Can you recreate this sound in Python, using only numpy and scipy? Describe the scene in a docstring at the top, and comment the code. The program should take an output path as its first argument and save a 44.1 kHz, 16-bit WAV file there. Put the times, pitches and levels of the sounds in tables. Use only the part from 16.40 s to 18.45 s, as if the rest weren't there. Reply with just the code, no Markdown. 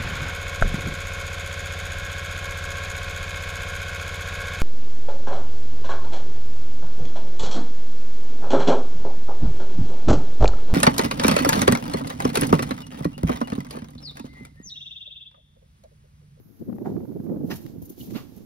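"""Three steps on a breezy shore

Gusts and eddies buffet the two ports of a hand-held microphone, each port separately.
Three slow steps pack the sand in short, resonant crunches made of dense clicks. Loose grains
spray and rustle around them, litter snaps, the shoe scrapes once, and a faint hiss lies under it all."""
import sys
import numpy as np
from scipy import signal
from scipy.fft import rfft, irfft
from scipy.io import wavfile

SR = 44100
rng = np.random.default_rng(int(sys.argv[2]) if len(sys.argv) > 2 else 0)


def wrap_up_sound(samples):
    """Save the sound to the file named by the first command line argument, as 16-bit audio."""
    columns = np.atleast_2d(samples).T
    # keep every value between -1 and 1, then stretch to whole-number steps
    tamed = np.clip(columns, -1, 1)
    steps = np.round(tamed * 32767).astype(np.int16)
    wavfile.write(sys.argv[1], SR, steps)


N = 90404
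T, HZ = np.arange(N) / SR, np.fft.rfftfreq(N, 1 / SR)
PORT_DELAY_S = 0.000215


def amp(db):
    """Decibels to gain."""
    return 10 ** (np.asarray(db) / 20)


def unit(x):
    """Scales each channel to rms 1."""
    return x / np.sqrt(np.mean(x ** 2, -1, keepdims=True) + 1e-20)


def eq_curve(points, hz=HZ):
    """An EQ in dB: points joined by straight lines over log frequency."""
    freq_hz, gain_db = np.transpose(points)
    return np.interp(np.log(hz + 1), np.log(freq_hz), gain_db)


def colour(x, eq_db):
    """Applies an EQ, then scales to rms 1."""
    return unit(irfft(rfft(x) * amp(eq_db), N))


def resonance(pitch_hz, width_hz):
    """Gain curve of one resonant peak."""
    return 1 / (1 + (2 * (HZ - pitch_hz) / width_hz) ** 2)


def noise():
    """Unrelated white noise at the two ports."""
    return rng.standard_normal((2, N))


def swell(peak_s, rise_s, decay_s):
    """A rounded attack up to the peak, then an exponential tail."""
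    return np.exp(-.5 * (np.minimum(T - peak_s, 0) / rise_s) ** 2 - np.maximum(T - peak_s, 0) / decay_s)


def grains(eq_db, per_s=4000, spread_db=2.5, shared=0.55, delay_s=0):
    """Dense clicks of uneven size; those shared by both ports reach the right one delay_s later."""
    clicks = rng.choice([-1., 1.], (3, N)) * (rng.random((3, N)) < per_s / SR)
    sizes = amp(spread_db * np.minimum(rng.exponential(1, (3, N)), 4))
    direct, left, right = unit(clicks * sizes)
    late = irfft(rfft(direct) * np.exp(-2j * np.pi * HZ * delay_s), N)
    stereo = np.sqrt(shared) * np.array([direct, late]) + np.sqrt(1 - shared) * np.array([left, right])
    return colour(stereo, eq_db)


def pan(right_db):
    """Channel gains that put the right side right_db above the left."""
    return amp([[-right_db / 2], [right_db / 2]])


# Fader ride of the airflow between eddies: time_s, left_db, right_db
BREEZE_RIDE = [(0, -38, -47), (0.035, -64, -57), (0.1, -46, -61), (0.18, -52, -61), (0.25, -41, -39),
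               (0.3, -41.5, -37), (0.39, -36.5, -35.5), (0.5, -33, -24), (0.59, -35, -31.5),
               (0.67, -40.5, -35), (0.84, -36.5, -32), (0.93, -32, -29), (1.08, -34, -26.5),
               (1.21, -47, -38.5), (1.4, -47.5, -40.5), (1.55, -50, -43.5), (1.74, -36.5, -36),
               (1.86, -56, -43.5), (2.05, -46, -39.5)]
# Boomy tone of air buffeting a port: freq_hz, gain_db
BUFFET_EQ = [(25, -26), (50, -32), (90, -12), (140, -1.5), (200, 1), (270, 2), (350, -4), (480, -12.5),
             (700, -26), (1000, -38.5), (1600, -54.5), (2400, -69), (4000, -79), (8000, -89)]
# Deep bed under the wind: freq_hz, gain_db
RUMBLE_EQ = [(15, -5), (40, -11.5), (85, 5.5), (130, 7), (250, -58), (600, -92)]


def breeze():
    """Churning airflow that brightens with strength, over a deep rumble that partly follows it."""
    churn_depth_db, churn_hz, bright_from_db = 3.5, 45, -38
    time_s, *ports = np.transpose(BREEZE_RIDE)
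    flow_db = np.array([np.interp(T, time_s, port) for port in ports])
    churn = colour(noise(), -10 * np.log10(1 + (HZ / churn_hz) ** 8))
    gust_db = flow_db + churn_depth_db * churn
    air = colour(noise(), eq_curve(BUFFET_EQ))
    shelf = np.clip(np.log(HZ / 380 + 1e-9) / np.log(2.6), 0, 1)  # opens from 380 Hz to about 1 kHz
    top = irfft(rfft(air) * shelf, N)
    brightness = amp(0.82 * np.minimum(gust_db - bright_from_db, 6))
    buffet = (air - top + top * brightness) * amp(gust_db - 3.5)
    rumble = colour(noise(), eq_curve(RUMBLE_EQ)) * amp(-51 + 0.42 * (flow_db + 40))
    return buffet + rumble


# Thin, airy noise bed: freq_hz, gain_db
HISS_EQ = [(1500, 6), (3000, -3), (6700, -2.5), (7800, -22.5), (10000, -1.5), (12400, 10), (15500, -0.5)]


def hiss():
    """A faint, steady hiss, leaning right."""
    return colour(noise(), eq_curve(HISS_EQ)) * amp(-64.5) * pan(right_db=3.5)


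# Fader ride of the walking rustle: time_s, level_db
RUSTLE_RIDE = [(0, -76.5), (.17, -62.5), (.3, -67.5), (.42, -64), (.5, -62), (.62, -62.5), (1.03, -63),
               (1.1, -49.5), (1.2, -53), (1.29, -52), (1.37, -61), (1.5, -56.5), (1.56, -60.5),
               (1.63, -54.5), (1.7, -49), (1.82, -48.5), (1.88, -55), (1.98, -53.5), (2.05, -58.5)]
# Soft, low-heavy tone of the rustle: freq_hz, gain_db
RUSTLE_EQ = [(200, 14), (800, 2), (1500, -13), (3000, -8.5), (6500, -8.5), (8000, -16.5), (10000, -14),
             (12500, -7), (15500, -13.5)]


def rustle():
    """Sand and clothing shift softly and continuously."""
    texture = grains(eq_curve(RUSTLE_EQ), per_s=9000, spread_db=3.2, shared=0.14, delay_s=PORT_DELAY_S)
    return texture * amp(np.interp(T, *np.transpose(RUSTLE_RIDE)))


# Wind bumps at the ports, plus a low damped thud just after the second step (the rows at 1.15 and 1.172 s):
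# peak_s, left_db, right_db, pitch_hz
EDDY_HITS = [(0.065, -43.5, -50, 183), (0.219, -26.5, -32, 240), (0.293, -20.5, -28.5, 256),
             (0.329, -25, -37, 246), (0.352, -28.5, -32, 227), (0.386, -34.5, -52, 266),
             (0.422, -37.5, -24.5, 280), (0.469, -26.5, -26, 337), (0.498, -28, -23.5, 228),
             (0.52, -26.5, -36.5, 245), (0.56, -26, -20.5, 230), (0.607, -33.5, -28.5, 277),
             (0.636, -35, -28, 270), (0.702, -43, -27, 268), (0.766, -28, -24.5, 264),
             (0.802, -29, -24.5, 237), (0.864, -43, -25, 308), (0.902, -37, -18.5, 261),
             (0.922, -23.5, -22.5, 280), (0.945, -34.5, -23.5, 256), (0.968, -31.5, -24.5, 243),
             (1.009, -25.5, -27, 257), (1.04, -28.5, -21.5, 245), (1.105, -35, -24.5, 260),
             (1.127, -29, -29.5, 228), (1.15, -33, -36, 140), (1.172, -37, -39.5, 149),
             (1.256, -37, -29, 225), (1.342, -35.5, -35.5, 190), (1.363, -38, -31.5, 233),
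             (1.379, -36.5, -31.5, 168), (1.408, -55, -33.5, 193), (1.432, -32, -33, 180),
             (1.505, -35.5, -34, 252), (1.614, -33.5, -32.5, 209), (1.687, -33.5, -30, 200),
             (1.727, -51, -27, 224), (1.742, -33, -26.5, 200), (1.759, -45.5, -20, 243),
             (1.812, -35.5, -35.5, 190)]


def eddies():
    """Each eddy is a puff of a few low cycles, different at each port."""
    size, width_s, buffet_pitch_hz = 4096, 0.008, 241.5
    t, hz = (np.arange(size) - size // 2) / SR, np.fft.rfftfreq(size, 1 / SR)
    window = np.exp(-.5 * (t / width_s) ** 2)
    out = np.zeros((2, N + 2 * size))
    for peak_s, left_db, right_db, pitch_hz in EDDY_HITS:
        tuned_eq_db = eq_curve(BUFFET_EQ, hz * buffet_pitch_hz / pitch_hz)
        air = irfft(rfft(rng.standard_normal((2, size))) * amp(tuned_eq_db))
        puff = unit(air * window) * np.sqrt(np.mean(window ** 2))
        start = round(peak_s * SR) + size // 2
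        out[:, start:start + size] += puff * amp([[left_db], [right_db]])
    return amp(-2) * out[:, size:size + N]


# Kicks of loose sand: peak_s, rise_s, decay_s, level_db, coarse_offset_db
SPRAY_HITS = [(.2, 0.0076, .008, -63.5, 3), (.355, .004, 0.01, -59.5, -17), (0.463, 0.01, 0.07, -62, 7),
              (.85, 0.015, .015, -62, -1), (1.085, 0.029, 0.019, -58.5, -13),
              (1.117, 0.0098, 0.01, -43.5, -21), (1.141, 0.0079, 0.0095, -43.5, 3),
              (1.163, 0.0059, .016, -42, 4.5), (1.228, 0.016, 0.019, -54, -5),
              (1.424, 0.0037, 0.019, -47, -7), (1.459, 0.0051, 0.0093, -47, -13),
              (1.501, 0.0051, 0.0086, -42, -8), (1.525, 0.0056, 0.029, -57.5, 3),
              (1.611, 0.024, 0.032, -47.5, 3), (1.642, 0.011, 0.017, -51, -0.5),
              (1.667, 0.0064, 0.011, -55, -6), (1.716, 0.0092, 0.016, -54.5, 7),
              (1.775, 0.022, 0.027, -49.5, 4.5), (1.966, 0.0034, 0.006, -51.5, -19),
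              (1.98, 0.0037, 0.0062, -56, 4)]
# Fizzy top of the fine grains: freq_hz, gain_db
FINE_EQ = [(1000, -56), (4000, -28), (6700, -0.5), (7900, -27.5), (9200, -4), (10700, 0.5), (12800, 8.5),
           (15500, 0.5)]
# Gritty mids of the coarse grains: freq_hz, gain_db
COARSE_EQ = [(400, -25), (1500, -11), (3200, 6), (4500, 5.5), (6500, 4.5), (8000, -2), (12000, -27)]


def sprays():
    """Kicked sand: a fine fizz with a varying share of coarser grains."""
    fine_env, coarse_env, coarse_trim_db = 0, 0, -10.5
    for peak_s, rise_s, decay_s, level_db, coarse_offset_db in SPRAY_HITS:
        burst = amp(level_db) * swell(peak_s, rise_s, decay_s)
        fine_env += burst
        coarse_env += burst * amp(coarse_offset_db + coarse_trim_db)
    fine, coarse = (grains(eq_curve(eq), per_s=4500, spread_db=4, shared=0.25, delay_s=PORT_DELAY_S)
                    for eq in (FINE_EQ, COARSE_EQ))
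    return fine * fine_env + coarse * coarse_env


# Sharp flicks of wind across a port: peak_s, left_db, right_db
FLICK_HITS = [(0.3, -40.5, -51), (0.328, -33.5, -55), (.365, -44, -62), (0.385, -34, -61), (.497, -53, -40),
              (0.567, -60, -34.5), (0.606, -60, -37.5), (0.654, -65, -40), (0.721, -68, -42.5),
              (.802, -71, -38.5), (.866, -60, -38), (0.898, -60, -40.5), (0.963, -62, -38.5)]
# Dull pop of a flick: freq_hz, gain_db
FLICK_EQ = [(80, -13), (300, 2.5), (600, 0.5), (1000, -8.5), (2000, -23.5), (3000, -38), (5000, -46),
            (10000, -70)]


def flicks():
    """The sharpest eddies pop against a port for a few milliseconds."""
    envelope = sum(amp([[left_db], [right_db]]) * swell(peak_s, rise_s=0.0015, decay_s=0.0035)
                   for peak_s, left_db, right_db in FLICK_HITS)
    return colour(noise(), eq_curve(FLICK_EQ)) * envelope


# Footfalls: peak_s, rise_s, decay_s, level_db, knock_hz, knock_db, tilt_db_per_octave, high_cut_hz
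STEP_HITS = [(0.459, 0.0053, 0.017, -38, 800, 11.5, -5.5, 1750),
             (1.116, 0.0079, 0.013, -33.5, 1770, 4.5, -4, 5870),
             (1.768, 0.014, 0.028, -42, 1156, 10.5, 0.5, 4300)]
# Resonances of the crunch under the sole: pitch_hz, width_hz, gain_db
CRUNCH_PEAKS = [(709, 68, -0.5), (907, 71, -4), (1410, 36, -13), (1870, 78, -9), (2230, 160, -11),
                (2750, 48, 2.5), (5040, 73, 4), (6000, 40, 12)]


def steps():
    """Sand packs under the sole in a short resonant crunch, then settles."""
    low_cut_hz, settle_db, settle_s = 398, -17, 0.072
    ring = sum(amp(db + 1.5) * resonance(pitch_hz, width_hz) for pitch_hz, width_hz, db in CRUNCH_PEAKS)
    out = np.zeros((2, N))
    for peak_s, rise_s, decay_s, level_db, knock_hz, knock_db, tilt, high_cut_hz in STEP_HITS:
        knock = 1 + (amp(knock_db) - 1) * resonance(knock_hz, width_hz=150)
        band = (HZ + 1) / np.hypot(HZ, low_cut_hz) / np.sqrt(1 + (HZ / high_cut_hz) ** 10)
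        tilt_db = tilt * np.log2(np.maximum(HZ / 900, 1))  # acts above 900 Hz
        crunch = grains(20 * np.log10((1 + ring) * knock * band) + tilt_db, delay_s=0.0001)
        envelope = swell(peak_s, rise_s, decay_s) + amp(settle_db) * swell(peak_s, rise_s, settle_s)
        out += crunch * amp(level_db) * envelope
    return out


# Small snaps underfoot: peak_s, level_db
SNAP_HITS = [(1.2644, -43), (1.602, -58), (1.7062, -48.5), (1.709, -47.5)]
# Brittle tone of a snap: freq_hz, gain_db
SNAP_EQ = [(600, -4), (1800, 5), (4500, -3), (6500, -3), (8000, -19), (12500, 2.5), (15500, -2)]


def snaps():
    """Dry bits of litter break underfoot."""
    envelope = sum(amp(db) * swell(peak_s, rise_s=0.00059, decay_s=0.0027) for peak_s, db in SNAP_HITS)
    return colour(noise(), eq_curve(SNAP_EQ)) * envelope


# Narrow rasp of the shoe, near 3 kHz: freq_hz, gain_db
SCRAPE_EQ = [(2000, -40), (2600, -21), (2930, 5), (3300, -9), (4300, -9), (4900, -31), (9000, -38)]


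def scrape():
    """The shoe grates briefly before the last step."""
    return grains(eq_curve(SCRAPE_EQ)) * amp(-48) * swell(peak_s=1.611, rise_s=0.0048, decay_s=0.0093)


def scene():
    """The stereo mix: wind up front, footwork a little to the right, hiss underneath."""
    wind = breeze() + eddies() + flicks()
    shoes = (steps() + scrape()) * pan(right_db=2)
    loose_ground = (rustle() + sprays() + snaps()) * pan(right_db=0.8)
    return wind + shoes + loose_ground + hiss()


def record(dry):
    """A steep high cut on the whole mix."""
    high_cut_hz = 15740
    taps = signal.firwin(511, high_cut_hz, window=("kaiser", 9), fs=SR)
    return signal.oaconvolve(dry, taps[None], "same")


dry = scene()
out = record(dry)
wrap_up_sound(out)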